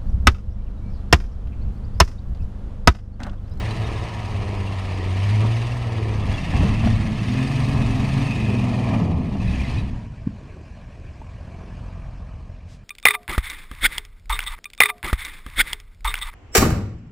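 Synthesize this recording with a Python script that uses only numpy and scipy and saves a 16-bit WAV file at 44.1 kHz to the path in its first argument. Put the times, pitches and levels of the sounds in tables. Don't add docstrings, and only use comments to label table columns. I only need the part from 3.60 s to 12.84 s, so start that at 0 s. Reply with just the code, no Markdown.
import sys
import numpy as np
from scipy import signal
from scipy.fft import rfft, irfft, next_fast_len
from scipy.io import wavfile
from scipy.ndimage import uniform_filter1d, map_coordinates

SR = 44100
rng = np.random.default_rng(int(sys.argv[2]) if len(sys.argv) > 2 else 0)


def amplitude_ratio(level_db):
    exponent = np.asarray(level_db, float) / 20
    return 10 ** exponent


def master(y):
    cut = np.clip(np.atleast_2d(y).T, -1, 1)
    pcm = np.round(cut * 32767)
    wavfile.write(sys.argv[1], SR, pcm.astype(np.int16))


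N = 407484


def unit(x):
    return x / np.sqrt(np.mean(np.abs(x) ** 2) + 1e-20)


def seconds():
    return np.arange(N) / SR


def curves(rows):
    s, *cols = np.transpose(rows)
    return [np.interp(seconds(), s, c) for c in cols]


def bell(s, half):
    return np.exp(-((seconds() - s) / half) ** 2 / 2)


def wobble(rate):
    return map_coordinates(rng.standard_normal(int(N * rate / SR) + 4), [np.arange(N) * rate / SR])


def coloured(x, points):
    m = next_fast_len(N + 8192)
    hz, db = np.transpose(points)
    gain = amplitude_ratio(np.interp(np.log(np.fft.rfftfreq(m, 1 / SR) + 1), np.log(hz + 1), db))
    return unit(irfft(rfft(x, m) * gain, m)[:N])


def patchy(patchy_db):
    z = signal.stft(rng.standard_normal(N), nperseg=512)[2]
    field = uniform_filter1d(rng.standard_normal(z.shape), size=5, axis=0)
    field = uniform_filter1d(field, size=6, axis=1)
    return signal.istft(z * amplitude_ratio(patchy_db * unit(field)), nperseg=512)[1][:N]


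def rings(rows, t60, attack, gain_db, crack=0):
    out = np.zeros(N + SR)
    t = np.arange(round(SR * np.clip(t60, .02, .2))) / SR
    shape = amplitude_ratio(gain_db - 60 * t / t60) * (1 - np.exp(-(t / attack) ** 2))
    for s, db, hz in rows:
        noise = 0
        if crack:
            noise = uniform_filter1d(rng.standard_normal(SR // 5), size=13)
            noise = 1.8 * uniform_filter1d(noise, size=9)[:len(t)]
        out[round(s * SR):][:len(t)] += amplitude_ratio(db) * shape * (np.sin(2 * np.pi * hz * t) + crack * noise)
    return out[:N]


def throttle():
    return np.interp(seconds(), [6.3, 6.6], [1, 0])


# start_s [s], firing_hz [Hz]
ENGINE_SPEED = [(0.0, 108.6), (0.44, 113.3), (0.85, 101), (1.5, 91.6), (1.85, 110.7), (2.15, 121.9),
                (2.81, 93.58), (3.3, 114), (3.57, 105.7), (3.86, 136), (4.07, 141.2), (4.37, 130.6),
                (4.65, 137.9), (4.94, 122), (5.3, 120.9), (5.8, 62), (6.15, 67), (6.8, 44.03)]


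def firings():
    return np.cumsum(curves(ENGINE_SPEED)[0]) / SR


# start_s [s], spin [0-1]
WHEELSPIN = [
    (0, .1),
    (2.5, .1),
    (2.9, .9),
    (5.6, 1),
    (6.4, .6),
    (7.5, .1),
    (9.24, .1),
]


def wheelspin():
    return curves(WHEELSPIN)[0]


# start_s [s], half_length_s [s], low_end_db [dB up], metal_db [dB up]
JOLTS = [(0.092, 0.017, 0, 1), (1.84, 0.033, 8, -0.5), (2.623, 0.059, 2.5, -1.5), (2.712, .05, 1.5, 2.5),
         (2.956, 0.02, 3.5, 3), (3.027, 0.054, 6.5, 3), (3.263, 0.033, 4, 4), (4.155, .05, 2, -1.5),
         (4.606, 0.049, 1.5, 1.5), (5.378, .1, 4, 3.5), (6.193, .03, 3.5, -2.5)]


def jolts(metal=False):
    t = seconds()
    lift = 0
    for s, half, low_db, metal_db in JOLTS:
        shape = np.where(t < s, bell(s, 0.54 * half), bell(s, half))
        lift = lift + (metal_db if metal else low_db) * shape
    return lift


def beat(fired, cycle_db, firing_db, sharp):
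    cycle = np.exp(sharp * (np.cos(2 * np.pi * (fired / 6 - .08)) - 1))
    return amplitude_ratio(cycle_db * cycle * (1.5 + 0.1 * wobble(18)) + firing_db * np.cos(2 * np.pi * fired))


# start_s [s], level_db [dB]
GUSTS = [(0, -27), (.28, -30), (1.1, -36), (1.9, -37), (2.55, -30.5), (2.9, -26.5), (3.05, -23),
         (3.32, -21.5), (3.63, -34.5), (4.2, -25), (4.81, -34), (5.4, -31), (6.02, -28), (6.4, -32),
         (6.87, -42.5), (7.6, -40), (8.6, -38), (9.24, -45)]
# pitch_hz [Hz], level_db [dB per Hz]
RUMBLE = [(10, -29), (25, -3), (45, -8), (70, -2), (110, -6.5), (200, -20.5), (400, -66), (800, -120)]


def wind():
    gust_db = curves(GUSTS)[0] + 1.94 + .5 * jolts()
    lumps = amplitude_ratio((0.3 + 0.98 * throttle()) * wobble(7))
    return amplitude_ratio(gust_db) * coloured(patchy(patchy_db=0.0) * lumps, RUMBLE)


# start_s [s], level_db [dB]
ROLLING = [
    (6.2, -34),
    (6.49, -53),
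    (7.16, -53),
    (7.6, -53),
    (7.91, -51.5),
    (8.2, -51),
    (8.54, -53.5),
    (8.9, -56),
    (9.24, -59.5),
]
# pitch_hz [Hz], level_db [dB per Hz]
FAR = [(280, -41), (480, -6.5), (650, -2.5), (834, -11), (1080, -7.5), (1310, -17.5), (1640, -11),
       (2070, -17), (2380, -11.5), (3750, -26), (4080, -23), (5840, -27.5), (8590, -35), (10900, -43.5),
       (13000, -52)]
# start_s [s], half_length_s [s], level_db [dB]
SWISH = (9.125, 0.032, -57)
# start_s [s], half_length_s [s], level_db [dB]
BLIP = (8.43, 0.45, 12.1)


def coasting(fired):
    rolling = patchy(patchy_db=2.0) * beat(fired, cycle_db=-0.5, firing_db=1.0, sharp=3.4)
    rolling = coloured(rolling, FAR + [(15000, -97)])
    rolling = np.sqrt(1 - throttle() ** 2) * amplitude_ratio(curves(ROLLING)[0] + 0.5) * rolling
    s, half, db = SWISH
    hiss = [(800, -42), (2000, -2), (6000, -6), (9000, -13), (13000, -30)]  # Hz, dB per Hz
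    puff = amplitude_ratio(db) * bell(s, half) * coloured(rng.standard_normal(N), hiss)
    drone = bell(BLIP[0] - .1, BLIP[1]) * coloured(patchy(patchy_db=2.0), CHURN)
    return rolling + puff + amplitude_ratio(-53.5) * drone


def thuds(rows, half, lead):
    out = 0
    tail_db, tail_t60 = -9, .2
    for s, db, hz in rows:
        t = seconds() - s - lead
        swell = np.exp(1.9 - 1.95 * np.sqrt(1 + (t / half) ** 2))
        tail = amplitude_ratio(tail_db - 60 * np.abs(t) / tail_t60) * np.clip(t / half, 0, 1) * wobble(60)
        out = out + amplitude_ratio(db) * (swell + tail) * np.cos(2 * np.pi * hz * t + 1.7)
    return out


# start_s [s], peak_db [dB], pitch_hz [Hz]
THUMPS = [
    (2.689, -23, 167),
    (2.94, -18, 151),
    (4.949, -17, 198),
    (6.669, -11, 213),
    (6.670, -20, 119),
    (6.699, -27, 210),
]
# start_s [s], peak_db [dB], pitch_hz [Hz]
CLUNKS = [(1.849, -21, 630), (2.937, -12, 790), (2.999, -29, 727), (3.039, -31.5, 700), (3.238, -15, 689),
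          (3.271, -8.5, 690), (5.752, -20, 670), (6.672, -30, 1050), (6.673, -26, 448), (7.615, -25.5, 896),
          (7.665, -33, 625), (8.896, -31, 599)]
# start_s [s], peak_db [dB], pitch_hz [Hz]
RATTLES = [(0.1071, -18, 4000), (0.2423, -20, 3720), (0.3576, -24, 3690), (1.0733, -15.5, 2710),
           (1.1228, -22, 2730), (2.1166, -15, 2710), (2.6913, -20, 2780), (2.7394, -15, 3390),
           (2.7786, -11, 2700), (2.963, -12, 2670), (3.025, -22, 2650), (3.1491, -16, 2650),
           (3.2057, -15, 2620), (3.3628, -24, 2742), (3.589, -14.5, 2664), (4.8923, -19, 2726),
           (5.3358, -16, 2412), (5.8004, -20, 2590), (5.879, -15, 2549), (5.9337, -14, 2597),
           (5.9971, -12.5, 2410), (6.087, -16, 2614), (6.1746, -16, 2490), (6.181, -22, 3900),
           (6.196, -24, 3880), (7.6131, -40, 2460)]


def chassis():
    thumps = thuds(THUMPS, half=0.0036, lead=0.0052)
    clunks = rings(CLUNKS, t60=0.027, attack=0.0018, gain_db=-4.5, crack=0.91)
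    rattles = rings(RATTLES, t60=0.051, attack=0.0028, gain_db=-11.5)
    return thumps + clunks + rattles


# pitch_hz [Hz], level_db [dB]
WHINES = [
    (957, -49.5),
    (746, -54.5),
    (1059, -54.5),
]


def gears():
    out = 0
    for hz, db in WHINES:
        level_db = db - 14 * wheelspin() + 3 * wobble(5)
        out = out + np.sqrt(2) * amplitude_ratio(level_db) * np.sin(2 * np.pi * hz * seconds() + 1.3 * wobble(45))
    return out * throttle()


# start_s [s], pitch_hz [Hz], facing_us_db [dB]
CASING = [(0.0, 2640, -8), (1.1, 2800, 5), (1.8, 2523, -2), (2.9, 2698, 1), (3.66, 2505, -0.5),
          (4.61, 2580, 3.5), (5.3, 2430, 2.5), (6.0, 2497, 2), (6.6, 2460, 1)]


def casing(fired):
    hz, facing_db = curves(CASING)
    db = facing_db + curves(EFFORT)[0] - 15 + 14.5 * wheelspin() + 2.9 * wobble(6.6)
    shake = unit(wobble(250) + 1j * wobble(250))
    shake = shake * beat(fired, cycle_db=2.0, firing_db=1.5, sharp=3.3)
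    ring = np.real(shake * np.exp(2j * np.pi * np.cumsum(hz) / SR))
    return throttle() * amplitude_ratio(db - 6) * ring


def pings(count, low_hz, high_hz, t60):
    when, pitch, size = rng.random((count, 3)).T
    rows = np.transpose([when * N / SR, 8 * size, low_hz * (high_hz / low_hz) ** pitch])
    return unit(rings(rows, t60, attack=.006, gain_db=0))


# start_s [s], level_db [dB]
TYRES = [(0, -36.5), (.15, -38), (1.1, -40), (1.7, -38), (2.3, -39.5), (2.85, -38.5), (3.05, -35.5),
         (3.55, -39.5), (4.18, -35), (4.76, -36.5), (5.32, -29.5), (5.65, -37), (6.15, -40), (6.5, -59)]
# start_s [s], level_db [dB]
EFFORT = [(0, -37), (.5, -40.5), (.97, -41), (1.45, -39.5), (1.7, -35.5), (2.05, -37.5), (2.27, -41),
          (2.65, -39.5), (3.0, -36.5), (3.53, -39), (3.72, -36), (4.6, -37), (5.3, -39.5), (5.55, -48.5),
          (5.76, -46), (5.9, -39), (6.18, -39), (6.5, -69)]
# pitch_hz [Hz], level_db [dB per Hz]
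CHURN = [(290, -30), (500, -6.5), (674, 0.5), (846, -4), (1050, -3), (1290, -6.5), (1460, -20.5),
         (1550, -16.5), (2020, -38.5), (3410, -120)]
# pitch_hz [Hz], level_db [dB per Hz]
CLATTER = [(850, -32.5), (1450, -4.5), (1520, -12), (1660, 2), (1790, 4.5), (2160, 2.5), (2630, 2.5),
           (2990, -0.5), (3600, -15.5), (4680, -15), (7920, -120)]
# pitch_hz [Hz], level_db [dB per Hz]
SPRAY = [(1880, -24), (3200, -0.5), (3830, -3), (4830, -4.5), (5300, -8), (6730, -11), (7380, -17),
         (9010, -13), (11100, -29), (12400, -27), (14900, -36), (15600, -45.5)]


def roar(fired):
    churn_db = curves(TYRES)[0] + 0.69 * jolts()
    clatter_db = curves(EFFORT)[0] + jolts(metal=True)
    spray_db = clatter_db - 9 - 2 * bell(5.4, 0.14)
    flutter = 0.34 * wobble(9.8) + 0.72 * wobble(35)

    churn = patchy(patchy_db=-0.5) * beat(fired, cycle_db=1.0, firing_db=-1.0, sharp=3.)
    churn = coloured(churn * amplitude_ratio(0.67 * flutter), CHURN)
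    churn = churn + 0.92 * bell(5.467, 0.56) * (uniform_filter1d(churn, size=25) - churn)

    clatter = patchy(patchy_db=1.0) * beat(fired, cycle_db=2, firing_db=1.5, sharp=4.)
    clatter = clatter * amplitude_ratio(0.73 * flutter)
    clatter = coloured(clatter + .13 * pings(count=900, low_hz=1570, high_hz=3600, t60=0.089), CLATTER)

    spray = patchy(patchy_db=0.67) * beat(fired, cycle_db=3.0, firing_db=1.5, sharp=2.0)
    spray = spray * amplitude_ratio(0.21 * flutter)
    spray = coloured(spray + .3 * pings(count=1200, low_hz=3300, high_hz=12840, t60=0.053), SPRAY)
    fizz_db = 0.0721 * np.maximum(curves(ENGINE_SPEED)[0] - 110, 0)
    spray = spray + (amplitude_ratio(fizz_db) - 1) * (spray - uniform_filter1d(spray, size=5))

    mix = amplitude_ratio(churn_db - 0.4) * churn + amplitude_ratio(clatter_db - 2.1) * clatter + amplitude_ratio(spray_db + 1.03) * spray
    return throttle() * mix


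CYLINDERS = [0.5, 1.5, 3.5, -9.5, 5, -10.5]


def puffs(fired, scatter_db):
    at = np.flatnonzero(np.diff(np.floor(fired)))
    out = np.zeros(N)
    out[at] = amplitude_ratio(np.resize(CYLINDERS, len(at)) + scatter_db * rng.standard_normal(len(at)))
    return out - np.interp(np.arange(N), at, out[at]) * np.gradient(fired)


# start_s [s], level_db [dB]
GAS_FLOW = [(0.0, -29), (0.44, -34), (0.85, -30.5), (1.46, -26.5), (1.75, -20.5), (2.24, -29.5),
            (2.49, -26), (3.0, -38), (3.22, -20), (3.55, -28.5), (3.78, -21.5), (4.1, -26.5), (4.45, -22.5),
            (4.68, -22.5), (5.3, -24.5), (5.6, -29), (6.05, -23), (6.7, -48.5)]
# pitch_hz [Hz], level_db [dB]
PIPE = [(20, -35), (60, -17.5), (120, -1), (200, -1.5), (260, -2), (330, -18), (600, -44.5), (1500, -53.5),
        (3000, -120)]
# pitch_hz [Hz], level_db [dB]
TAILPIPE = [(150, -120), (260, 0.5), (400, 9), (700, 1), (1100, -12.5), (1500, -28), (2500, -120)]
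# pitch_hz [Hz], level_db [dB per Hz]
BODY = [(200, -55.5), (300, 1.5), (350, 0), (430, -1.5), (500, -6.5), (620, -50), (900, -120)]


def bark(fired):
    slip, idle_db, pedal = wheelspin(), curves(ROLLING)[0], throttle()
    bark_db = -40.5 + 0.24 * (curves(GAS_FLOW)[0] + 28) + 13.5 * slip + 1.8 * jolts()
    bark_db = pedal * bark_db + (1 - pedal) * (idle_db + 5)
    boom_db = curves(TYRES)[0] - 5 + 1.4 * jolts()
    boom_db = pedal * boom_db + (1 - pedal) * (idle_db - 4.5) + 3 * wobble(5)

    gas = patchy(patchy_db=0.5) * (1 + 0.15 * np.cos(2 * np.pi * fired))
    pipe = unit(.45 * coloured(puffs(fired, scatter_db=3), PIPE) + .9 * coloured(gas, PIPE))
    rasp = amplitude_ratio(-3 - 14 * slip) * coloured(puffs(fired, scatter_db=1.5), TAILPIPE)
    boom = coloured(patchy(patchy_db=-0.5) * (1 + 0.37 * np.cos(2 * np.pi * fired)), BODY)
    return amplitude_ratio(bark_db - 1.0) * pipe + amplitude_ratio(boom_db - 1.0) * (boom + rasp)


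ORDERS = [3 / 6, 5 / 6, 6 / 6, 9 / 6, 10 / 6, 12 / 6, 18 / 6, 24 / 6, 30 / 6]
# over_gas_flow_db [dB], share_of_flow_swings [ratio], wheelspin_gain_db [dB], idle_gain_db [dB]
ORDER_LEVELS = [(-6.5, 0.58, -9, -9), (-10.5, 0.065, 10, -15), (3.9, 1, -4.6, -0.8),
                (-25.5, 0.14, 11.5, 13), (-25, 0.27, 19, 3), (-14.5, 0.92, 10, 12.5),
                (-13.5, 0.096, 5.5, 3.5), (-9, -0.1, -6.5, -1.5), (-14, -0.21, -8.5, -6)]
# pitch_hz [Hz], level_db [dB]
MUFFLER = [(40, -3.8), (65, -5), (100, -0.5), (118, 0), (145, -2.5), (210, 1.5), (290, -10), (400, -14)]


def tones(fired):
    firing_hz, slip, idle = curves(ENGINE_SPEED)[0], wheelspin(), 1 - throttle()
    flow_db = curves(GAS_FLOW)[0] + BLIP[2] * bell(*BLIP[:2])
    muffler_hz, muffler_db = np.transpose(MUFFLER)
    hum = 0
    for order, (db, share, spin_db, idle_db) in zip(ORDERS, ORDER_LEVELS):
        level_db = -26 + (share + idle * (1 - share)) * (flow_db + 26)
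        level_db = level_db + db + spin_db * slip + idle_db * idle
        level_db = level_db + np.interp(order * firing_hz, muffler_hz, muffler_db)
        level_db = level_db + (1.2 if order == 1 else 2.5 - 1.5 * idle) * wobble(6.5)
        if abs(order - 5 / 6) < .01:
            level_db = level_db + .2 * slip * (firing_hz - 130)
        shake = (.1 + .13 * order + .16 * slip * min(order, 2) ** 2) * wobble(25)
        hum = hum + np.sqrt(2) * amplitude_ratio(level_db) * np.sin(2 * np.pi * order * fired + shake)
    return hum


def scene():
    fired = firings()
    mono = wind() + coasting(fired) + chassis() + gears()
    mono = mono + casing(fired) + roar(fired) + bark(fired) + tones(fired)
    return np.array([mono, mono])


def roll_off(x):
    return signal.sosfilt(signal.butter(12, 15770, fs=SR, output="sos"), x)


# start_s [s], half_length_s [s], level_db [dB under the sound]
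WIDE = [
    (3.422, 0.28, -20),
    (9.22, 0.019, -27),
]
# pitch_hz [Hz], level_db [dB per Hz]
EDGE = [(300, -120), (500, -5.5), (2000, -10.5), (8000, -15), (10500, -18), (12000, -2), (14500, -2.5),
        (15700, -23), (17000, -120)]


def record(dry):
    held = dry / (1 + np.abs(dry / .55) ** 4) ** (1 / 4)
    width = amplitude_ratio(-51) + sum(amplitude_ratio(db) * bell(s, half) ** 2 for s, half, db in WIDE)
    flutter = width * wobble(40) * uniform_filter1d(held[0], size=7)
    fizz_db = curves(EFFORT)[0] - 34.0 + 14 * (1 - throttle())
    apart = flutter + amplitude_ratio(fizz_db) * coloured(rng.standard_normal(N), EDGE)
    return roll_off(held + [apart, -apart])


dry = scene()
out = record(dry)
master(out)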